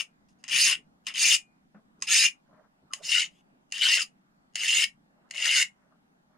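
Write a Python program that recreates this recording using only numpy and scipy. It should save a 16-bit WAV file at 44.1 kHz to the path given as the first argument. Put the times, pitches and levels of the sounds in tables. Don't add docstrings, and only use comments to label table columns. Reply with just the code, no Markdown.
import sys
import numpy as np
from scipy import signal
from scipy.fft import rfft, irfft
from scipy.io import wavfile
from scipy.ndimage import uniform_filter1d, minimum_filter1d

SR = 44100
rng = np.random.default_rng(int(sys.argv[2]) if len(sys.argv) > 2 else 0)


def int16_out(signal):
    q = np.round(np.clip(np.atleast_2d(signal).T, -1, 1) * 32767)
    wavfile.write(sys.argv[1], SR, q.astype(np.int16))


def gain_from_db(level_db):
    decades = np.asarray(level_db, float) / 20
    return 10 ** decades


N = 281247

TURN_S = 2.6
UPPER_HZ = 5080
FIRST_MAIN_HZ, SECOND_MAIN_HZ = 2760, 2900
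# (f/Hz, bandwidth/Hz, level/dB)
FIRST_RINGS = [(2260, 8.6, -10.5), (2460, 17, -4), (2780, 150, 1.5), (3560, 250, -9), (4654, 38, -7.5),
               (5107, 120, 1), (6570, 100, -3.5), (7013, 21, -14.5), (8500, 68, -22.5),
               (7760, 120.7, -17.5), (8500, 130, -18), (9300, 260, -6.5), (9870, 33, -14),
               (11894, 370, -28)]
# (f/Hz, bandwidth/Hz, level/dB)
SECOND_RINGS = [(1860, 29, -11), (2242, 22, -10.5), (2892, 130, -0.5), (3660, 67, -9.5), (4330, 57, -17),
                (5040, 90, -22), (5070, 190, -5), (6830, 47, -7), (7240, 73, -16.5), (7966, 21, -13),
                (9100, 55, -17.5), (12200, 300, -32), (10400, 41, -26.5), (9760, 350, -21.5)]
# (f/Hz, density/dB per Hz)
RASP = [(820, -56), (1400, -33), (1810, -7.5), (2310, -13), (2840, 1), (3370, -18.5), (4150, -9),
        (5170, -7.5), (5830, -9), (6510, -4.5), (7480, -19), (9420, -15.5), (10500, -25), (11100, -33),
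        (12200, -30), (13200, -34), (15200, -33.5)]


def evened(x):
    return x / np.sqrt(np.mean(x ** 2) + 1e-20)


def read(points, hz):
    f, value = np.transpose(points)
    return np.interp(np.log(hz + 1), np.log(f + 1), value)


def add(mix, s, sound):
    part = mix[round(s * SR):][:len(sound)]
    part += sound[:len(part)]


def colour(x, points, lo_hz=1, hi_hz=SR):
    hz = np.fft.rfftfreq(len(x), 1 / SR) + 1
    band = ((1 + (lo_hz / hz) ** 16) * (1 + (hz / hi_hz) ** 16)) ** -.5
    return irfft(rfft(x) * gain_from_db(read(points, hz)) * band, len(x))


def resonate(x, hz, width):
    turn = np.exp(2j * np.pi * np.cumsum(hz * np.ones(len(x))) / SR)
    r = np.exp(-np.pi * width / SR)
    return 2 * (turn * signal.lfilter([1 - r], [1, -r], x / turn)).real


def wander(length, smooth_s):
    size = max(int(smooth_s * SR), 2)
    steps = uniform_filter1d(rng.standard_normal(length), size, mode="wrap")
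    return uniform_filter1d(steps, size, mode="wrap") * np.sqrt(1.5 * size)


def patchy(x, depth_db):
    z = signal.stft(x, nperseg=256, noverlap=192)[2]
    patches = uniform_filter1d(uniform_filter1d(rng.standard_normal(z.shape), 5, 0), 16, 1)
    glide_hz_per_s = rng.uniform(-1, 1) * 20000
    glide = glide_hz_per_s * np.arange(z.shape[1]) * 64 * 256 / SR ** 2
    rows = (np.arange(len(z))[:, None] + glide.astype(int)) % len(z)
    patches = np.take_along_axis(patches, rows, 0)
    shaped = z * gain_from_db(depth_db * evened(patches))
    return evened(signal.istft(shaped, nperseg=256, noverlap=192)[1][:len(x)])


def air():
    # (f/Hz, density/dB per Hz)
    air_tone = [(25, -9.5), (60, -14), (118, -30), (138, -17), (152, -1), (215, -1.5), (270, -4.5),
                (330, -12), (480, -17.5), (780, -10.5), (1000, -16.5), (1600, -18), (2500, -26.5),
                (9000, -37.5), (16000, -46)]
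    # (f/Hz, correlation/1)
    likeness = [(60, 0.81), (180, 0.8), (550, -0.16), (1650, -0.74), (4970, -0.46), (15000, -0.34)]
    frames, hz = N // 256 + 5, np.fft.rfftfreq(1024, 1 / SR)
    a, b, c, d, patches = rng.standard_normal((frames, 513, 5)).T
    patches = evened(uniform_filter1d(uniform_filter1d(patches, 10, 0), 20, 1))
    same = np.clip(read(likeness, hz), -1, 1)[:, None]
    left = a + 1j * b
    z = np.array([left, same * left + np.sqrt(1 - same ** 2) * (c + 1j * d)])
    z *= gain_from_db(read(air_tone, hz)[:, None] + 1.8 * patches)
    return gain_from_db(-66) * evened(signal.istft(z, nperseg=1024, noverlap=768)[1][:, :N])


def teeth(per_s, jitter=.35, uneven_db=2.0, grit=0.71):
    turns = np.cumsum(per_s * (1 + jitter * wander(len(per_s), .0006))) / SR
    knocks = np.diff(np.floor(turns), prepend=0) * gain_from_db(uneven_db * rng.standard_normal(len(turns)))
    return evened(knocks - knocks.mean()) + grit * rng.standard_normal(len(turns))


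def modes_ringing(push, rings, bend, upper_bend, under_db):
    n = len(push)
    total = np.zeros(n)
    for hz, width, db in rings:
        swell = gain_from_db(1.6 * wander(n, .025))
        shift = upper_bend if 4600 < hz < 5400 else bend
        total += gain_from_db(db + under_db * (hz < 2500)) * resonate(push * swell, hz * shift, 85 + width)
    return total


def stroke(rows, slide, grip, rings, main_hz):
    band_edges = (100, 1500, 3400, 7500, 16000)
    judder_share = (0, 1.2, .4, .2)
    ring_share = (.86, .7, .55)
    # (f/Hz, density/dB per Hz)
    grind_tone = [(120, -33.5), (200, -11.5), (313, -20.5), (473, -17.5), (708, -9.5), (817, -13),
                  (1500, -2), (1950, -31.5), (3300, -120)]
    s, *columns = np.transpose(rows)
    t = np.arange(s[0], s[-1] + .05, 1 / SR)
    n = len(t)
    pressure_db, mid_db = (np.interp(t, s, c) for c in columns)
    at, *slid = np.transpose(slide)
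    ring_hz, upper_hz, under_db = (np.interp(t, at, c) for c in slid)
    ring_hz = ring_hz * (1 + 0.007 * wander(n, 0.02))

    teeth_hz, grind_db, fizz_db, judder_db = grip
    judder_hz = 80 * (1 + .25 * wander(n, .012))
    judder = gain_from_db(judder_db * np.sin(2 * np.pi * np.cumsum(judder_hz) / SR))
    way = np.clip((t - s[0]) / (s[-1] - s[0]), 0, 1)
    per_s = teeth_hz * (1 + .06 * (way - .5) + .03 * wander(n, .03))
    low_db = grind_db + 0.19 * (-25.5 - pressure_db)
    high_db = mid_db + fizz_db
    landing = np.clip((t - s[0]) / .0015, 0, 1)
    touching = np.sqrt(np.clip((s[-1] + .0015 - t) / .0015, 0, 1))
    drive = patchy(teeth(per_s), 3.0) * gain_from_db(0.62 * wander(n, 0.0028))

    out = np.zeros(n)
    for k, tilt_db in enumerate((low_db - 5.5, 0, mid_db, high_db)):
        lo_hz, hi_hz = band_edges[k:k + 2]
        force = gain_from_db(pressure_db + tilt_db) * touching * judder ** judder_share[k]
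        sound = evened(colour(drive, RASP if k else grind_tone, lo_hz, hi_hz)) * force
        if k:
            bend = ring_hz / main_hz if k == 1 else 1 + 0.014 * wander(n, 0.023)
            upper_bend = upper_hz / UPPER_HZ * (1 + 0.01 * wander(n, 0.013))
            in_band = [ring for ring in rings if max(lo_hz, 2100) <= ring[0] < hi_hz]
            ringing = modes_ringing(drive * force, in_band, bend, upper_bend, under_db)
            if k == 1:
                swell = gain_from_db(1.8 * wander(n, 0.021))
                ringing += gain_from_db(under_db - 10.5) * resonate(drive * force * swell, per_s, 100)
            ringing = colour(ringing, [(1, 0), (SR, 0)], max(0.76 * lo_hz, 1650), min(1.2 * hi_hz, 13000))
            share = ring_share[k - 1]
            sound = np.sqrt(1 - share) * sound + np.sqrt(share * np.mean(force ** 2)) * evened(ringing)
            wanted, given = (abs(uniform_filter1d(v ** 2, size=int(.03 * SR))) + 1e-14
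                             for v in (force, sound))
            steady = .3 * uniform_filter1d(touching, size=400, origin=-199) ** 4
            sound = sound * (wanted / given) ** steady
        out += sound
    return s[0], out * np.sqrt(landing) * np.clip((t[-1] - t) / 0.034, 0, 1)


def graze(start, length, start_db, end_db, bite_db):
    if start < TURN_S:
        grip, rings, main_hz = (2000, -16, -9.5, -0.25), FIRST_RINGS, FIRST_MAIN_HZ
    else:
        grip, rings, main_hz = (2400, -28, -2.5, 0.2), SECOND_RINGS, SECOND_MAIN_HZ
    end = start + length
    slide = [(start, main_hz, UPPER_HZ, 0), (end, main_hz, UPPER_HZ, 0)]
    return stroke([(start, start_db, bite_db), (end, end_db, bite_db)], slide, grip, rings, main_hz)


def grazes(steel):
    # (t/s, length/s, start level/dB, end level/dB, bite/dB)
    touches = [(0.0, 0.031, -25.5, -47, -6), (0.285, 0.048, -78, -94, 8), (0.387, 0.028, -83, -81, 3),
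               (0.441, 0.031, -50.5, -58.5, -13.5), (0.479, .037, -41.5, -34, -7),
               (1.068, 0.022, -33.5, -37, -5.5), (1.093, 0.038, -37, -51.5, -11.5),
               (2.026, 0.036, -43.5, -54, -2.5), (2.94, 0.085, -50.5, -77, -2),
               (3.307, 0.105, -71.5, -74, -7.5), (5.312, 0.026, -57, -59, -20)]
    for row in touches:
        add(steel, *graze(*row))


def linger(steel):
    hz, t60_s = 2440, 0.33
    width = np.log(1000) / np.pi / t60_s
    held = steel * (np.arange(N) < 1.6 * SR)
    return gain_from_db(-37) * resonate(held, hz, width) * np.sqrt(hz / width)


def ports(x):
    # (f/Hz, level/dB)
    side_tone = [(60, -8.5), (110, -7.5), (200, -10.5), (380, -6.5), (700, -7), (1290, 4), (2380, -12),
                 (4400, -8.5), (8120, 3), (15000, 2)]
    # (f/Hz, level/dB)
    balance = [(60, -1.5), (130, 0.5), (290, -0.5), (640, -0.5), (1410, 4), (3100, 3.5), (6820, -2.5),
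               (15000, -1.5)]
    hz, t, z = signal.stft(x, SR, nperseg=256, noverlap=192)
    drift = np.cumsum(uniform_filter1d(rng.standard_normal(z.shape), 3, 0), 1) * .5
    difference = z * gain_from_db(read(side_tone, hz))[:, None] * np.exp(1j * drift)
    half = gain_from_db(read(balance, hz) / 2)[:, None]
    pair = np.array([(z + difference) * half, (z - difference) / half])
    return signal.istft(pair, SR, nperseg=256, noverlap=192)[1][:, :N]


def room(x):
    # (f/Hz, T60/s)
    decay = [(300, .17), (1500, .13), (2300, .14), (3000, .115), (5000, .105), (8000, .13), (11000, .12),
             (15000, .1)]
    taps_in = np.zeros((2, 16000))
    at = np.arange(100, 15980, 20) + rng.integers(0, 20, (2, 794))
    np.put_along_axis(taps_in, at, rng.choice([-1., 1.], at.shape), 1)
    hz, t, z = signal.stft(taps_in, SR, nperseg=128)
    tail = signal.istft(z * gain_from_db(-60 * t / read(decay, hz)[:, None]), SR, nperseg=128)[1]
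    tail[1] = 0.18 * tail[0] + 0.8 * tail[1]
    return signal.fftconvolve(x[None], tail / np.linalg.norm(tail[0]), axes=1)[:, :N]


def sleeve():
    # (t/s, rise/s, fall/s, peak level/dB)
    rubs = [
        (.4, 0.042, 0.027, -79),
        (2.44, 0.14, 0.12, -61.5),
        (2.75, 0.24, 0.021, -71.5),
        (2.94, 0.062, 0.16, -59.5),
        (5.12, 0.16, 0.12, -70),
        (5.3, 0.17, 0.064, -55),
        (5.72, 0.14, 0.18, -69.5),
        (6.22, 0.18, 0.058, -69.5),
    ]
    # (f/Hz, density/dB per Hz)
    cloth = [(240, -55), (400, -17), (515, -17.5), (610, -4), (766, -14.5), (986, -12.5), (1570, -17),
             (1890, -24.5), (2500, -40), (3900, -69), (6600, -120)]
    out = np.zeros((2, N))
    for start, rise, fall, peak_db in rubs:
        s, away = start + np.cumsum([0, rise, fall]), np.array([1, 0, 1])
        t = np.arange(s[0], s[-1], 1 / SR)
        left, right = (colour(patchy(f, 6.0), cloth) for f in rng.standard_normal((len(t), 2)).T)
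        swell = gain_from_db(peak_db - 19.5 * np.interp(t, s, away) ** 2) * signal.windows.tukey(len(t), .2)
        add(out[0], s[0], swell * evened(left + 0.27 * right))
        add(out[1], s[0], swell * evened(right + 0.42 * left))
    return out


def blade_face(s):
    # (f/Hz, bandwidth/Hz, level/dB)
    first_modes = [(1105, 430, -28), (2020, 250, -3.5), (2860, 330, -1.5), (3895, 140, -15.5),
                   (5080, 300, 0), (6490, 240, -2), (7900, 220, -11), (8960, 300, -11), (9400, 720, -13.5),
                   (12155, 380, -33.5)]
    # (f/Hz, bandwidth/Hz, level/dB)
    second_modes = [(2060, 200, -6), (2860, 170, -0.5), (4310, 180, -13.5), (5060, 360, 0.5),
                    (6660, 160, -6), (7630, 200, -13.5), (8930, 310, -10.5), (9780, 300, -9.5),
                    (12400, 300, -32.5)]
    return (first_modes, -12.5, 1060) if s < TURN_S else (second_modes, -6, 725)


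def tap(peak_db, bright_db, main_hz, low_db, thud_db, modes, crack_db, thud_hz):
    t = np.arange(2600) / SR
    rings = np.zeros(len(t))
    for hz, width, db in modes:
        level_db = db + (bright_db + 7.5) * (hz > 3500) + low_db * (hz < 2400)
        ring_hz = main_hz if 2400 < hz < 3400 else hz
        rings += gain_from_db(level_db) * np.exp(-np.pi * .9 * width * t) * np.sin(2 * np.pi * ring_hz * t)
    crack = evened(colour(rng.standard_normal(len(t)), RASP)) * gain_from_db(crack_db - 60 * t / 0.012)
    sound = (rings + crack) * (1 - np.exp(-t / 0.00061))
    sound = signal.sosfilt(signal.butter(3, 1300, "highpass", fs=SR, output="sos"), sound)
    knock = np.sin(2 * np.pi * thud_hz * t) * (1 - np.exp(-t / 0.0013))
    thud = gain_from_db(thud_db - 60 * t / 0.017) * knock
    return gain_from_db(peak_db) * (sound / abs(sound).max() + thud)


def taps(steel):
    # (t/s, peak level/dB, brightness/dB, main ring f/Hz, low ring level/dB)
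    landings = [
        (0.4401, -29, -10.5, 2720, -1),
        (0.487, -28, -8, 2770, -3),
        (1.068, -21.5, -7.5, 2980, -8),
        (2.023, -12, -5.5, 2545, -5.5),
        (2.935, -14, -5, 2893, -3),
        (3.7226, -15, -6.5, 2810, -2.5),
        (4.556, -11, -4.5, 2870, 1),
        (5.3098, -21, -5, 2820, 7.5),
    ]
    for s, *blow in landings:
        add(steel, s, tap(*blow, -19 if s < TURN_S else -26.5, *blade_face(s)))


def catches(steel):
    # (t/s, peak level/dB, brightness/dB)
    snags = [(.4805, -24.5, -6), (.4953, -20, -7.5), (1.156, -20, -8), (1.354, -12.5, -3.5),
             (2.0738, -23, -7), (2.0818, -22, -7), (2.0881, -13, -7), (2.1112, -9, -8), (2.2434, -9.5, -9),
             (2.259, -10.5, -8.5), (3.218, -14, -8.5), (4.6536, -19, -3.5), (4.705, -11, -8.5),
             (5.4571, -11, -12), (5.512, -8.5, -11), (5.626, -9.5, -7.5), (0.5188, -20.5, -8),
             (0.5244, -17.5, -8), (0.5609, -13.5, -6), (0.7294, -17, -8.5), (1.1405, -25.5, -7),
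             (1.1697, -20, -8), (1.1808, -16, -8), (3.030, -35, -8.5), (3.0417, -33.5, -7),
             (3.048, -29, -5.5), (3.06, -22.5, -5), (3.118, -15, -8.5), (3.745, -26, -8.5),
             (3.757, -27, -9.5), (3.7677, -28, -9), (3.779, -21.5, -8.5), (3.782, -23.5, -8),
             (3.789, -23.5, -9), (3.793, -25.5, -8.5), (4.0184, -16.5, -6), (4.8403, -6.5, -10.5),
             (5.338, -34, -13), (5.346, -27, -11.5), (5.353, -26, -16), (5.3606, -35, -8),
             (5.3715, -21, -8), (5.3793, -18.5, -14), (5.3908, -24.5, -8), (5.399, -23, -6.5),
             (5.403, -20.5, -11.5), (5.417, -22, -12), (5.430, -21.5, -10), (5.4445, -11.5, -9.5)]
    for s, peak_db, bright_db in snags:
        add(steel, s, tap(peak_db - 5, bright_db, 2880, -1.5, -45, *blade_face(s)))


def bumps():
    # (t/s, length/s, level/dB)
    jolts = [
        (0.495, 0.098, -54.5),
        (0.739, 0.098, -61),
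        (1.22, 0.11, -60),
        (1.948, 0.13, -62.5),
        (2.802, 0.088, -64.5),
        (3.002, 0.084, -63),
        (5.43, 0.083, -71.5),
    ]
    # (f/Hz, density/dB per Hz)
    bench = [(25, -9), (110, -14), (160, 0.5), (280, -4), (450, -10.5), (900, -38), (2000, -90)]
    out = np.zeros(N)
    for start, length, level_db in jolts:
        size = int(length * SR)
        rumble = evened(colour(rng.standard_normal(size), bench))
        add(out, start, gain_from_db(level_db) * rumble * np.hanning(size))
    return out


def strokes(steel):
    # (t/s, pressure level/dB, bite of the teeth/dB)
    first_side = [
        [(0.517, -31, -7), (0.529, -26.5, -7), (0.605, -23.5, 1), (0.621, -27.5, 5), (0.677, -21, -3.5),
         (0.681, -24.5, 1), (0.733, -26, -7.5), (0.743, -40.5, -6.5), (0.755, -40, -11)],
        [(1.137, -45.5, -6), (1.163, -30.5, -11), (1.191, -30, 0.5), (1.233, -26.5, 5), (1.251, -22.5, -5),
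         (1.257, -25.5, 2), (1.349, -23, 2.5), (1.357, -33, 3), (1.37, -40, -7)],
        [(2.068, -42, -3), (2.114, -25, 0.5), (2.144, -25.5, 6.5), (2.152, -19.5, -4), (2.176, -26, 7),
         (2.212, -26, 1.5), (2.243, -21, -2.5), (2.263, -21.5, -4), (2.288, -43, -3)],
    ]
    # (t/s, pressure level/dB, bite of the teeth/dB)
    second_side = [
        [(3.02, -62, 0.5), (3.04, -46, 4.5), (3.072, -42.5, 5.5), (3.124, -24.5, -4.5), (3.154, -25, -4.5),
         (3.19, -24.5, -6), (3.222, -27.5, -8.5), (3.258, -42.5, -3), (3.275, -58, -7)],
        [(3.727, -45, -6), (3.731, -40.5, -7), (3.809, -32, -9.5), (3.823, -21, -10.5), (3.953, -25, -1.5),
         (3.963, -31, 4), (3.977, -24, -12.5), (4.027, -35, 4), (4.05, -64, -2.5)],
        [(4.562, -39, -3.5), (4.568, -37, -9), (4.652, -28.5, -5), (4.674, -26, -9), (4.688, -24, -7.5),
         (4.704, -26.5, -7), (4.792, -26, -2.5), (4.844, -23, -7), (4.853, -58, -2)],
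        [(5.335, -50.5, -11.5), (5.351, -39.5, -10.5), (5.453, -25.5, -9), (5.455, -22, -7.5),
         (5.503, -24, -11.5), (5.573, -23.5, -1), (5.631, -25, -3.5), (5.635, -55, -2), (5.655, -45.5, -10.5)],
    ]
    # (t/s, main ring f/Hz, upper ring f/Hz, low rings level/dB)
    first_slide = [
        [(0.52, 2930, 5030, -0.5), (0.652, 2740, 5020, -2.5), (0.75, 2800, 5020, -2)],
        [(1.14, 3020, 5000, 0.5), (1.226, 2690, 5070, -3.5), (1.365, 2860, 5080, 0.5)],
        [(2.07, 2810, 5070, 0.5), (2.28, 2740, 5060, -1.5)],
    ]
    # (t/s, main ring f/Hz, upper ring f/Hz, low rings level/dB)
    second_slide = [
        [(3.03, 2850, 5230, 3.5), (3.27, 2890, 5040, -0.5)],
        [(3.73, 2880, 4950, 1), (3.852, 3030, 4920, -10.5), (3.94, 2750, 5200, 3.5), (4.04, 2920, 5010, 0.5)],
        [(4.565, 2910, 5060, -2), (4.85, 2860, 5120, 2)],
        [(5.34, 2820, 5120, 9.5), (5.466, 2860, 4820, -1), (5.528, 2860, 5090, 5), (5.64, 2790, 5064, 11.5)],
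    ]
    # (tooth rate/Hz, grind/dB re pressure, fizz/dB re bite, judder/dB)
    first_grip = [
        (2030, -21, -7.5, 1.36),
        (2163, -21.5, -9.5, 1.5),
        (1859, -23, -10, 2.2),
    ]
    # (tooth rate/Hz, grind/dB re pressure, fizz/dB re bite, judder/dB)
    second_grip = [
        (2177, -23.5, -13, 2.5),
        (1951, -21.5, -11.5, 1.2),
        (2104, -21.5, -9, 2.5),
        (2113, -21.5, -11, 1.8),
    ]
    for row in zip(first_side, first_slide, first_grip):
        add(steel, *stroke(*row, FIRST_RINGS, FIRST_MAIN_HZ))
    for row in zip(second_side, second_slide, second_grip):
        add(steel, *stroke(*row, SECOND_RINGS, SECOND_MAIN_HZ))


def zip_tone(start, length, from_hz, to_hz, level_db):
    way = np.arange(0, length, 1 / SR) / length
    per_s = from_hz + (to_hz - from_hz) * way
    tone = resonate(resonate(teeth(per_s), per_s, 140), per_s, 120)
    swell = gain_from_db(level_db - 13 * (2 * way - 1) ** 2) * signal.windows.tukey(len(way), .3)
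    return start, swell * evened(tone)


def zips(steel):
    # (t/s, length/s, from f/Hz, to f/Hz, level/dB)
    glides = [(0.652, 0.11, 1600, 1460, -46), (.66, .07, 1200, 1050, -47), (2.09, .075, 1680, 1850, -36),
              (2.175, 0.046, 1750, 1780, -40.5), (2.1, .05, 1150, 1300, -50.5),
              (5.5, .14, 1693, 1420, -39.5), (3.135, .075, 1500, 1450, -39.5),
              (2.9, .05, 1300, 1050, -50.5), (3.115, .055, 1700, 2260, -39), (3.195, .04, 2200, 2180, -36),
              (3.812, 0.074, 1560, 1500, -36.5), (3.865, 0.12, 1720, 2250, -30),
              (3.925, 0.091, 2600, 1300, -38), (3.955, 0.083, 1800, 1100, -46),
              (3.955, 0.054, 720, 400, -58), (2.15, 0.12, 3500, 4300, -31), (.59, .08, 3800, 6000, -27.5),
              (3.17, 0.042, 3800, 4000, -33), (3.9, .08, 4950, 5250, -30.5),
              (3.115, 0.099, 2800, 2940, -24), (3.81, 0.079, 3000, 3080, -25),
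              (3.9, .06, 2800, 2740, -28.5), (4.66, .13, 2700, 2900, -24), (1.235, .03, 2900, 2200, -24),
              (3.31, .115, 3050, 3600, -72), (3.32, .09, 2900, 2900, -77), (3.11, .085, 4200, 5400, -34.5),
              (2.1, 0.12, 520, 880, -58.5), (2.03, .1, 970, 560, -61), (2.07, 0.11, 1350, 1500, -44),
              (4.74, .05, 6700, 7100, -27.5), (5.54, 0.056, 6600, 6650, -30.5),
              (3.9, 0.11, 6500, 6800, -35), (.52, .06, 3100, 2900, -28), (1.28, .075, 2900, 3100, -26.5),
              (4.6, 0.039, 6200, 6700, -41.5)]
    for row in glides:
        add(steel, *zip_tone(*row))


def shuffle():
    # (start t/s, attack/s, hold/s, release/s)
    timing = (1.742, .006, .022, .034)
    # (f/Hz, density/dB per Hz)
    dull = [(110, -50), (170, 6.5), (398, -10.5), (680, -6), (847, -14), (1550, -7.5), (2040, -22),
            (2600, -28), (4000, -58), (5200, -78), (8800, -120)]
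    start, *parts = timing
    s = np.cumsum([0, *parts])
    t = np.arange(0, s[-1], 1 / SR)
    noise = evened(colour(rng.standard_normal(len(t)), dull))
    swell = gain_from_db(-53 + np.interp(t, s, [-10.5, 1.5, -4.5, -13]))
    return start, swell * noise * signal.windows.tukey(len(t), .2)


def scene():
    steel = np.zeros(N)
    grazes(steel)
    taps(steel)
    catches(steel)
    strokes(steel)
    zips(steel)
    add(steel, *shuffle())
    steel = steel + linger(steel)
    return gain_from_db(-2.0) * ports(steel) + gain_from_db(-8) * room(steel) + air() + sleeve() + bumps()


def band_limit(x):
    return signal.sosfilt(signal.butter(12, 16110, fs=SR, output="sos"), x)


def record(dry):
    ahead = np.pad(dry, ((0, 0), (0, 1400)))
    leaked = dry.copy()
    for lead, db in ((441, -30.5), (882, -41.0), (1323, -54.5)):  # 10, 20 and 30 ms early
        leaked += gain_from_db(db) * ahead[:, lead:lead + N]
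    peaks = -minimum_filter1d(-abs(leaked).max(0), size=129)
    over = uniform_filter1d(peaks, size=129) / .5 + 1e-9
    limited = leaked * (1 + over ** 4) ** -.25
    edge = signal.firwin(255, 15050, window=("kaiser", 7), fs=SR)
    edge[127] += gain_from_db(-30)
    finished = signal.oaconvolve(limited, edge[None], "same")
    return band_limit(finished)


dry = scene()
out = record(dry)
int16_out(out)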